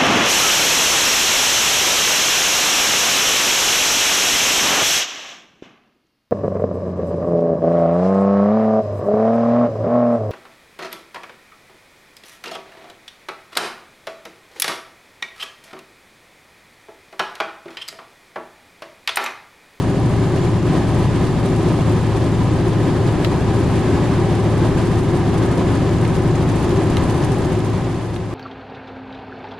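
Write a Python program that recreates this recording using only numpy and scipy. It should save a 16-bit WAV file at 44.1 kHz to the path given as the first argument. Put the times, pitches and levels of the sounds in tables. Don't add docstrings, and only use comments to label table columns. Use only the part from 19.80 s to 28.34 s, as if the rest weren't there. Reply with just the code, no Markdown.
import sys
import numpy as np
from scipy import signal
from scipy.fft import rfft, irfft, next_fast_len
from scipy.io import wavfile

SR = 44100
rng = np.random.default_rng(int(sys.argv[2]) if len(sys.argv) > 2 else 0)


def store_wav(level_fs):
    pcm = np.round(np.clip(np.atleast_2d(level_fs), -1, 1) * 32767)
    wavfile.write(sys.argv[1], SR, pcm.T.astype(np.int16))


N = 376598
TIME = np.arange(N) / SR
DEEPEST_S, DEEP_LENGTH_S = 7.15, 1.2


def amp(db):
    return 10 ** (np.asarray(db) / 20)


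def unit(x):
    return x / np.sqrt(np.mean(x ** 2) + 1e-20)


def ramp(start_s, length_s):
    return np.clip((TIME - start_s) / length_s, 0, 1)


def hump(s, length_s):
    return .5 ** ((2 * (TIME - s) / length_s) ** 2)


def humps(rows):
    return sum(db * hump(s, length_s) for s, length_s, db in rows)


def wander(rate_hz):
    hz = np.fft.rfftfreq(N, 1 / SR)[:2048]
    real, imag = rng.standard_normal((2, len(hz))) * np.exp(-.5 * (hz / rate_hz) ** 2) * (hz > 0)
    slow = unit(irfft(real + 1j * imag))
    return np.interp(TIME, np.linspace(0, TIME[-1], len(slow)), slow)


def curve(rows, hz, column=1):
    rows = np.array(rows)
    return np.interp(np.log(hz + 1), np.log(rows[:, 0]), rows[:, column])


def equalise(x, rows):
    size = next_fast_len(x.shape[-1])
    gain = unit(amp(curve(rows, np.fft.rfftfreq(size, 1 / SR))))
    return irfft(rfft(x, size) * gain, size)[..., :x.shape[-1]]


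def add(mix, s, sound):
    part = mix[:, round(s * SR):][:, :sound.shape[1]]
    part += sound[:, :part.shape[1]]


# f/Hz, width/Hz, level/dB
CABIN_MODES = [(209, 42, -6), (387, 21, 4), (433, 41, -1.5), (514, 70, 1.5), (767, 47, 4), (1008, 48, 4),
               (1268, 93, 3.5), (1350, 110, -3), (1707, 240, 3.5), (2060, 190, 1), (4700, 210, 2),
               (8900, 900, -0.4), (11950, 1550, -8.5)]
# f/Hz, left-right correlation, left minus right/dB
CABIN_IMAGE = [(30, .45, -6), (70, 0.94, 5), (129, 0.99, -0.5), (445, 0.91, 2.7), (1100, 0.87, 0.1),
               (3700, 0.74, -1), (4700, 0.55, -2.3), (5900, 0.19, -1), (8700, .36, 0.5), (11500, .04, 0)]
def cabin_noise(spectrum, band_db=lambda hz: 0):
    size = next_fast_len(N)
    hz = np.fft.rfftfreq(size, 1 / SR)
    modes_db = sum(db / (1 + (2 * (hz - centre) / width) ** 2) for centre, width, db in CABIN_MODES)
    density_db = curve(spectrum, hz) + modes_db + band_db(hz)
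    balance_db = np.outer([.5, -.5], curve(CABIN_IMAGE, hz, column=2))
    alike = curve(CABIN_IMAGE, hz)
    left, other = rfft(rng.standard_normal((2, size)))
    pair = np.array([left, alike * left + np.sqrt(1 - alike ** 2) * other])
    pair *= amp(density_db + balance_db) / np.sqrt((1 + alike) / 2)
    return irfft(pair, size)[:, :N] * np.sqrt(SR / 2)


def jolts(hop_hz=14, uneven=.236, bump_hz=9):
    rate_hz = hop_hz * (1 + uneven * wander(1.97))
    hop = np.sin(2 * np.pi * np.cumsum(rate_hz) / SR)
    return unit(hop + wander(bump_hz))


# t/s, length/s, boost/dB
TURBO_FLARES = [(.67, 0.17, 8), (4.05, .55, 4.5), (4.95, 0.12, 8), (5.9, .2, 4), (7.03, 0.19, 6.5)]
def turbo(from_hz=6950, to_hz=7208, spool_s=.86, whistle_db=-62, swell_db=.5, flutter_db=3):
    hz = from_hz + (to_hz - from_hz) * np.tanh(TIME / spool_s) + 9 * wander(30)
    whistle = np.sqrt(2) * np.sin(2 * np.pi * np.cumsum(hz) / SR)
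    level_db = whistle_db + humps(TURBO_FLARES) + swell_db * wander(3) + flutter_db * wander(15)
    return whistle * amp(level_db + np.array([[2], [-2]]))


# f/Hz, level/dB
GRIT_EQ = [(1200, 8), (2800, 4), (4300, 3), (5500, -1), (6700, 3), (8000, -6), (9000, -13), (12000, -14)]
def grit(grains_per_s=170, spread_db=8.5, decay_s=.0037, spots=6, clear_db=-53, wake_db=-46.5):
    t, patter = np.arange(SR // 50) / SR, np.zeros((2, N))
    for _ in range(spots):
        force = amp(spread_db * np.minimum(rng.exponential(1, N), 3))
        grains = force * (rng.random(N) < grains_per_s / spots / SR)
        wide, centred = rng.standard_normal((2, len(t))), rng.standard_normal(len(t))
        tick = (wide + centred) * np.exp(-t / decay_s)
        patter += signal.oaconvolve(grains[None], tick, axes=1)[:, :N]
    wake = ramp(start_s=5, length_s=.7)
    return unit(equalise(patter, GRIT_EQ)) * amp(clear_db + (wake_db - clear_db) * wake)


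# f/Hz, level/dB
FITTING_EQ = [(1500, -20), (3000, -4), (5200, -6), (6600, -1), (7800, -5), (8900, 2), (9900, -6),
              (12000, -8)]
def fitting_buzz(decay_s=.011, roughness=.37):
    t = np.arange(SR // 10) / SR
    steps = np.repeat(rng.standard_normal(len(t)), 32)[:len(t)]
    contacts = np.exp(roughness * steps) * rng.standard_normal((2, len(t)))
    return unit(equalise(contacts, FITTING_EQ)) * np.exp(-t / decay_s)


# t/s, level/dB
HARD_JUMPS = [(1.1444, -37), (1.762, -37), (3.79, -39), (5.5808, -36), (7.445, -34), (7.5194, -35),
              (7.8477, -36)]
def fittings(jolt, chatter_db=-50, chatter_per_s=40, spread_db=2, jolt_db=1.5, count=4):
    accents, chatter = np.zeros((2, 2, N))
    for s, db in HARD_JUMPS:
        add(accents, s, amp(db) * fitting_buzz())
    for _ in range(count):
        force = amp(spread_db * rng.uniform(-.92, 1, N) + jolt_db * jolt)
        jumps = force * (rng.random(N) < chatter_per_s / count / SR)
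        chatter += signal.oaconvolve(jumps[None], fitting_buzz(), axes=1)[:, :N]
    return accents + unit(chatter) * amp(chatter_db)


def washboard(start_s=6.209, ridge_s=.0688, scatter_s=.0036, ridges=26, shallow_db=-40, deep_db=-38):
    rattle = np.zeros((2, N))
    level_db = shallow_db + (deep_db - shallow_db) * hump(DEEPEST_S, DEEP_LENGTH_S)
    for ridge, late in enumerate(rng.standard_normal(ridges)):
        s = start_s + ridge * ridge_s + scatter_s * late
        add(rattle, s, amp(np.interp(s, TIME, level_db)) * fitting_buzz())
    return rattle


# f/Hz, level/dB, t60/s
PANEL_MODES = [(700, -10, .02), (1300, -6, .025), (1750, -4, .025), (2100, -1, .03), (2480, -2, .025),
               (2800, -1, .02), (3250, -4, .02), (3650, -3, .02), (3980, -2, .025), (5600, -12, .015),
               (8900, -17, .02)]
# t/s, level/dB, crack trim/dB, ring tilt/(dB per octave)
STONE_HITS = [(3.4465, -15, 3.5, -3.5), (6.2513, -24, 0, -4), (7.1695, -14.7, -7, 1), (8.3625, -21, -3, 1)]
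def stones():
    t, hits = np.arange(SR // 10) / SR, np.zeros((2, N))
    burst = .4 * np.exp(-t / .002) + .13 * np.exp(-t / .014)
    for s, db, crack_db, tilt in STONE_HITS:
        ring = np.zeros(len(t))
        for hz, mode_db, t60 in PANEL_MODES:
            struck_db = mode_db + tilt * np.log2(hz / 2800) - 7
            ring += amp(struck_db - 60 * t / t60) * np.sin(2 * np.pi * (hz * t + rng.random()))
        crack = amp(crack_db) * burst * equalise(rng.standard_normal((2, len(t))), PANEL_MODES)
        add(hits, s, amp(db) * (ring + crack))
    return hits


# f/Hz, density/dB
TYRE_SPECTRUM = [(12, -65.8), (35, -57), (70, -45.5), (110, -43), (170, -46), (210, -45.5), (340, -44.5),
                 (460, -55), (1050, -59.5), (1400, -67), (3500, -74), (5500, -81.5), (9000, -86),
                 (11000, -87.5)]
# t/s, length/s, level change/dB
ROAD_PATCHES = [(.2, 0.51, -1.5), (.63, 0.099, 0.9), (.81, 0.12, -2.5), (.95, 0.14, 1.5), (3.2, 0.54, .8),
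                (4.2, 0.56, 1.3), (4.88, 0.2, 1), (5.22, 0.33, -0.8), (6.4, .6, -1)]
def tyres(jolt, split_hz=1400):
    def crossover(power):
        return lambda hz: -10 * np.log10(1 + ((hz + 1) / split_hz) ** power)
    rumble = cabin_noise(TYRE_SPECTRUM, crossover(4))
    hiss = cabin_noise(TYRE_SPECTRUM, crossover(-4))
    depth = hump(DEEPEST_S, DEEP_LENGTH_S)
    rumble_db = -1 + 2 * depth + .76 * jolt
    hiss_db = -1.07 + depth + .82 * jolt
    return amp(humps(ROAD_PATCHES)) * (rumble * amp(rumble_db) + hiss * amp(hiss_db))


# f/Hz, density/dB
ROAR_SPECTRUM = [(30, -77), (120, -69), (220, -63.5), (365, -44), (460, -59), (1000, -69), (2000, -75.5),
                 (6000, -102)]
def road_train(far_db=-20, close_db=-2.7, boom_db=4.5):
    nearness = ramp(start_s=1.76, length_s=1.6)
    alongside = hump(s=5.7, length_s=.35)
    return cabin_noise(ROAR_SPECTRUM) * amp(far_db + (close_db - far_db) * nearness + boom_db * alongside)


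# multiple of crankshaft speed (4 is the firing rate), relative level/dB
ENGINE_ORDERS = [(1, -36), (2, -36.5), (2.5, -36.5), (3, -31), (4, -22.0), (4.5, -27.5), (5, -32),
                 (5.5, -27.0), (6, -29.5), (6.5, -27.5), (7, -30.5), (8, -33), (8.5, -47), (9, -35),
                 (10, -36.5), (10.5, -38), (11, -42.5), (12, -38.5), (13, -31.5), (14, -35.5),
                 (14.5, -35.5), (15, -38.5), (19.5, -43), (22, -43.5)]
def engine(crank_hz=27.31, sag_hz_per_s=.077, waver=.23, waver_hz=4, trim_db=-.44, pan_db=.7,
           ease_s=6.4, ease_db_per_s=-1):
    turns = np.cumsum(crank_hz - sag_hz_per_s * TIME) / SR
    drone, side = np.zeros((2, N)), np.array([[1], [-1]])
    for order, db in ENGINE_ORDERS:
        tone = np.exp(2j * np.pi * (order * turns + rng.random()))
        tone *= 1 + waver * (wander(waver_hz) + 1j * wander(waver_hz))
        skew_rad = .14 * side * rng.choice([-1, 1])
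        drone += amp(db) * (tone * np.exp(1j * skew_rad)).real
    ease_db = ease_db_per_s * np.maximum(TIME - ease_s, 0)
    return np.sqrt(2) * drone * amp(trim_db + ease_db + pan_db * side)


def scene():
    jolt = jolts()
    return (engine() + turbo() + tyres(jolt) + road_train()
            + grit() + stones() + fittings(jolt) + washboard())


def record(dry, cutoff_hz=12100):
    fade = 1 - ramp(start_s=7.46, length_s=1.69)
    lowpass = signal.firwin(511, cutoff_hz, window=("kaiser", 9), fs=SR)
    return signal.oaconvolve(dry * fade, lowpass[None], "same")


dry = scene()
out = record(dry)
store_wav(out)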